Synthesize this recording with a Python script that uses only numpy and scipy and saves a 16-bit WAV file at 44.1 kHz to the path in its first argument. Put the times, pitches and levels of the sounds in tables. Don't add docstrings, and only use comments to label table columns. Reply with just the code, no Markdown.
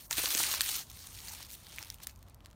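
import sys
import numpy as np
from scipy import signal
from scipy.fft import rfft, irfft
from scipy.io import wavfile

SR = 44100
rng = np.random.default_rng(int(sys.argv[2]) if len(sys.argv) > 2 else 0)


def to_wav(sig):
    pcm = np.clip(np.atleast_2d(sig), -1, 1) * 32767
    pcm = np.round(pcm).astype(np.int16)
    wavfile.write(sys.argv[1], SR, pcm.T)


N = 112454

# [t/s, gain level/dB, tilt/(dB per octave)]
RUSTLE_LEVEL = [(0.0, -48.5, 1), (0.065, -56, 3.5), (0.075, -70, 13), (0.095, -70.5, 5), (0.109, -34.5, 0),
                (0.16, -38, 1.5), (0.18, -31.5, 0), (0.29, -33.5, 0.5), (0.4, -32, 0.5), (0.5, -34.5, -0.5),
                (0.55, -34, 1), (0.59, -38, -1.5), (0.635, -38, 1), (0.691, -32.5, 1), (0.76, -36.5, 1),
                (0.81, -42, 0), (0.851, -56, 2), (0.9, -54.5, -1), (0.96, -51, 1.5), (1.2, -49.5, 0),
                (1.3, -45, 0), (1.43, -48.5, -1), (1.48, -55, -0.5), (1.52, -49, 3), (1.62, -57, 0),
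                (1.8, -48, -2), (1.93, -56.5, -0.5), (1.97, -66, -0.5), (2.015, -58.5, -2.5),
                (2.035, -44.5, 1.5), (2.06, -61, -2), (2.09, -53, -0.5), (2.14, -67.5, 0), (2.35, -72, -6),
                (2.38, -76, -4), (2.47, -67, -6.5), (2.55, -75, -2)]
# [t/s, level/dB, f/Hz, ring/cycles to -60 dB, crack level/dB re ring, crack tilt/(dB per octave)]
TWIG_SNAPS = [(0.1091, -20.5, 6500, 17, -5.5, -1), (0.1273, -18, 3870, 13.5, -7, -0.5),
              (0.1798, -22, 4300, 12.5, -11, 0), (.2174, -23, 6600, 14, -12, 2),
              (0.2566, -17, 4160, 12, -7, -3), (.2664, -22, 6300, 15, -8, 3.5),
              (.3042, -18.5, 8600, 15, -6.5, 0), (.3486, -9.5, 6500, 11, -17, 3),
              (0.3612, -22, 8630, 14, -12, 4), (0.3712, -18, 8400, 15, -8, 4),
              (0.4057, -20.5, 4160, 15, -7, 0), (0.4246, -20.5, 4400, 12, -8, -1),
              (0.4365, -19, 2550, 13, -9, 0), (0.4436, -20.5, 4060, 10, -14, -2),
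              (0.5134, -19.5, 4100, 13, -8, 0), (0.5466, -23, 4600, 12, -4, 3),
              (0.6072, -6, 4260, 6.5, -12.5, -2), (0.6141, -14.5, 8850, 20, -5.5, 2),
              (.6174, -22, 3240, 14, -4, 2), (.6604, -23, 5120, 10, -7.5, -2),
              (.7615, -23, 14500, 20, -5, 3), (0.8986, -32, 12500, 20, -6, 1.5),
              (0.9142, -36.5, 6000, 15, -7, 0), (0.9714, -38, 4100, 12, -8, 0),
              (1.069, -29.5, 12600, 19, -6, 1.5), (1.1478, -38.5, 3890, 9, -6, -3),
              (1.1872, -34.5, 4300, 9, -6, -3), (1.2024, -34.5, 5720, 12, -8, -2),
              (1.2825, -30.5, 4590, 16, -6, 1), (1.2934, -34, 6500, 14, -8, 0),
              (1.3244, -34, 8960, 14, -12, -1), (1.3484, -28, 8400, 13, -14, 3),
              (1.4272, -32, 4600, 12, -5, 3.5), (1.4484, -36, 4660, 11.5, -8, 3),
              (1.494, -38, 8480, 14, -8, 0), (1.5024, -33.5, 12800, 15, -8.5, 0),
              (1.5124, -36, 8000, 17, -10, -2.5), (1.6671, -37.5, 4640, 17, -7.5, 1),
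              (1.7205, -37.5, 4740, 14, -9, 0), (1.7454, -42, 5170, 14, -8, 0),
              (1.7599, -36, 13000, 20, -5, 2), (1.7833, -22.5, 2280, 10, -13.5, -1.5),
              (1.789, -32, 6050, 14, -5, 1), (1.8174, -38, 5140, 14, -7, 0),
              (1.8262, -27.5, 5350, 17, -11.5, 3), (1.8344, -39, 3580, 14, -3, 0),
              (1.8464, -39, 5100, 14, -2, 5), (1.8814, -42, 6130, 13, -6, 0),
              (1.9006, -27, 5570, 19, -5.5, 0.5), (1.924, -43, 4550, 10, -8, 3),
              (1.942, -33, 14200, 25, -6.5, 2.5), (1.9839, -46, 3110, 12, -6, -1),
              (2.0009, -43, 2390, 11, -5.5, -2), (2.0692, -21, 10100, 25, -5, 1.5),
              (2.159, -48, 6490, 18, -7, 0), (2.1744, -50, 15000, 25, -8, 3),
              (2.1899, -53, 9000, 15, -3, 3), (2.2268, -47, 4840, 12, -2, 1),
              (2.2654, -56, 3190, 12, -8, 0), (2.2764, -55, 5970, 14, -6, 0), (2.2832, -50, 1960, 6, -4, 1),
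              (2.2967, -48.5, 8740, 18, -4.5, 2), (2.3441, -45, 6030, 14, -3, 1.5),
              (2.4044, -46.5, 3080, 10, -8.5, -4.5), (2.4474, -42.5, 5000, 12, -9, -2),
              (2.4578, -32, 4640, 6.5, -11.5, -3), (2.4664, -52, 4390, 14, -4, 0),
              (2.5014, -53, 3000, 12, -5, 0), (2.5107, -47.5, 7000, 15, -6, 0),
              (2.5287, -53, 3400, 12, -5, -1)]
# [t/s, level/dB, f/Hz, ring T60/s]
STICK_KNOCKS = [(.109, -33, 950, 0.026), (.18, -37.5, 322, 0.039), (.196, -35.5, 700, 0.017),
                (.236, -32.5, 510, 0.028), (.35, -34.5, 300, 0.023), (.398, -40, 293, 0.023),
                (.4, -28, 960, .017), (.453, -36, 1230, .014), (.537, -24, 1080, .018),
                (.571, -41, 990, 0.018), (.661, -42, 1260, .015), (1.281, -52, 900, .02),
                (1.4, -45, 860, 0.019), (2.0, -48.5, 930, 0.021)]
# [f/Hz, relative spectral density level/dB]
LEAF_SPECTRUM = [(150, -12), (250, -20.5), (292, -12.5), (519, -24.5), (586, -15.5), (922, -10.5),
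                 (1330, -8), (4340, 0), (4900, -3.5), (6470, -1), (7570, -4.5), (8850, -1), (10400, -6.5),
                 (15200, -2.5), (16000, -13)]
# [f/Hz, relative spectral density level/dB]
FAR_SPECTRUM = [(21, -31), (36, 0.5), (55, 1.5), (90, 0.5), (130, -8.5), (204, -12), (400, -21.5),
                (560, -20.5), (769, -21.5), (1040, -21), (1830, -33.5), (4000, -46), (16000, -47)]

GRAINS_PER_S, GRAIN_SPREAD_DB, GRAIN_CYCLES, CLUMP_DB, GRAIN_DB = 2200, 5.2, 4.6, 1.1, -2
TEARS_PER_S, TEAR_SPREAD_DB, TEAR_T60_S, TEAR_DB = 300, 3.5, 0.011, -9
RUB_DB, RUB_FLICKER_DB, RUSTLE_PATCH_DB = -5.5, 0.87, 1.7
DENSITY_FOLLOWS = 0.45
TILT_PIVOT_HZ = 4100
SNAP_LAG_S, UNDERTONE_RATIO, UNDERTONE_DB, SNAP_LOW_CUT_HZ = 0.0012, 0.48, -9.5, 1450
CRACK_T60_S, TAIL_DB, TAIL_T60_S = 0.0078, -30, 0.081
KNOCK_LAG_S, KNOCK_RISE_S, OVERTONE_RATIO, OVERTONE_DB, SCUFF_DB = 0.00197, 0.00075, 1.437, -5, -2.5
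FAR_DB, FAR_PATCH_DB = -56, 0.5
RUMBLE_CUT_HZ, TOP_CUT_HZ = 34.6, 15850


def from_db(db):
    return 10 ** (np.asarray(db) / 20)


def rms_one(x):
    return x / np.sqrt(np.mean(x ** 2) + 1e-20)


def at_hz(points, hz):
    table_hz, table_db = np.array(points).T
    return np.interp(np.log(hz), np.log(table_hz), table_db)


def colour(x, points):
    hz = np.maximum(np.arange(N // 2 + 1) * SR / N, 1)
    return irfft(rfft(x) * from_db(at_hz(points, hz)), N)


def drift(rate_hz):
    r = np.exp(-40 * np.pi * rate_hz / SR)
    slow = signal.lfilter([1], [1, -2 * r, r * r], rng.standard_normal(N // 20 + 2002))
    slow = slow[2000:]
    return np.interp(np.arange(N) / 20, np.arange(len(slow)), rms_one(slow - slow.mean()))


def decay(t, t60):
    return from_db(-60 * t / max(t60, 5e-4))


def add(out, start_s, sound):
    i = int(start_s * SR)
    out[i:i + len(sound)] += sound[:len(out) - i]


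def half_octave_bands(pair, patch_db, rate_hz, tilt_db=0):
    out = 0
    edges = 22 * 2 ** np.arange(0, 10, 0.5)
    for k, (low, high) in enumerate(zip(edges, edges[1:])):
        sos = signal.butter(2, [low, high], "band", fs=SR, output="sos")
        band = signal.sosfilt(sos, pair[k % 2])
        out = out + band * from_db(patch_db * drift(rate_hz) + tilt_db * np.log2(low / TILT_PIVOT_HZ))
    return out


def fractures(density):
    sizes = from_db(GRAIN_SPREAD_DB * np.minimum(rng.exponential(1, N), 4)) * rng.choice([-1, 1], N)
    rate = density * GRAINS_PER_S * from_db(CLUMP_DB * drift(40))
    clicks = sizes * (rng.random(N) < rate / SR)
    dealt = rng.integers(0, 16, N)
    grains = np.zeros(N)
    for k, hz in enumerate(np.geomspace(300, 15000, 16)):
        r = from_db(-60 * hz / (GRAIN_CYCLES * SR))
        w = 2 * np.pi * hz / SR
        poles = [1, -2 * r * np.cos(w), r * r]
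        ringing = signal.lfilter([1, 0, -1], poles, clicks * (dealt == k) + 1e-18)
        grains += hz / SR * ringing / np.sin(w)
    return rms_one(grains / np.sqrt(density))


def tears(density):
    sizes = from_db(TEAR_SPREAD_DB * np.minimum(rng.exponential(1, N), 3))
    starts = (rng.random(N) < density * TEARS_PER_S / SR) * sizes
    poles = [1, -decay(1 / SR, TEAR_T60_S)]
    return rms_one(signal.lfilter([1], poles, starts / np.sqrt(density) + 1e-18))


def rustle():
    times_s, level_points, tilt_points = np.transpose(RUSTLE_LEVEL)
    t = np.arange(N) / SR
    level_db = np.interp(t, times_s, level_points)
    tilt_db = np.interp(t, times_s, tilt_points)
    density = from_db(DENSITY_FOLLOWS * (level_db - level_db.mean()))
    grains = from_db(GRAIN_DB) * fractures(density)
    hiss_gain = from_db(RUB_DB + RUB_FLICKER_DB * drift(25)) + from_db(TEAR_DB) * tears(density)
    pair = grains + hiss_gain * rng.standard_normal((2, N))
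    banded = half_octave_bands(pair, RUSTLE_PATCH_DB, 19.0, tilt_db)
    return from_db(level_db) * rms_one(colour(banded, LEAF_SPECTRUM))


def snaps():
    t = np.arange(4096) / SR
    bins_hz = np.maximum(np.arange(len(t) // 2 + 1) * SR / len(t), 100)
    leaf_db = at_hz(LEAF_SPECTRUM, bins_hz)
    octaves = np.log2(bins_hz / TILT_PIVOT_HZ)
    fall = decay(t, CRACK_T60_S) + from_db(TAIL_DB) * decay(t, TAIL_T60_S)
    out = np.zeros(N)
    for start_s, level_db, hz, cycles, crack_db, tilt_db in TWIG_SNAPS:
        undertone = from_db(UNDERTONE_DB) * np.sin(2 * np.pi * UNDERTONE_RATIO * hz * t)
        ring = (np.sin(2 * np.pi * hz * t) + undertone) * decay(t, cycles / hz)
        spectrum = rfft(rng.standard_normal(len(t))) * from_db(leaf_db + tilt_db * octaves)
        crack = from_db(crack_db) * rms_one(irfft(spectrum)) * fall
        add(out, start_s + SNAP_LAG_S, from_db(level_db) * (ring + crack))
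    return signal.sosfilt(signal.butter(4, SNAP_LOW_CUT_HZ, "high", fs=SR, output="sos"), out)


def knocks():
    t = np.arange(6000) / SR
    out = np.zeros(N)
    for start_s, level_db, hz, t60 in STICK_KNOCKS:
        overtone = from_db(OVERTONE_DB) * np.sin(2 * np.pi * OVERTONE_RATIO * hz * t)
        modes = np.sin(2 * np.pi * hz * t) + overtone
        sos = signal.butter(2, [hz / 1.37, hz * 2], "band", fs=SR, output="sos")
        scuff = from_db(SCUFF_DB) * rms_one(signal.sosfilt(sos, rng.standard_normal(len(t))))
        shape = (1 - np.exp(-t / KNOCK_RISE_S)) * decay(t, t60)
        add(out, start_s + KNOCK_LAG_S, from_db(level_db) * (modes + scuff) * shape)
    return out


def distance():
    banded = half_octave_bands(rng.standard_normal((2, N)), FAR_PATCH_DB, 3.3)
    return from_db(FAR_DB) * rms_one(colour(banded, FAR_SPECTRUM))


def scene():
    return np.tile(rustle() + snaps() + knocks() + distance(), (2, 1))


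def record(dry):
    dry = signal.sosfilt(signal.butter(4, RUMBLE_CUT_HZ, "high", fs=SR, output="sos"), dry)
    return signal.sosfilt(signal.ellip(12, 0.5, 75, TOP_CUT_HZ, fs=SR, output="sos"), dry)


dry = scene()
out = record(dry)
to_wav(out)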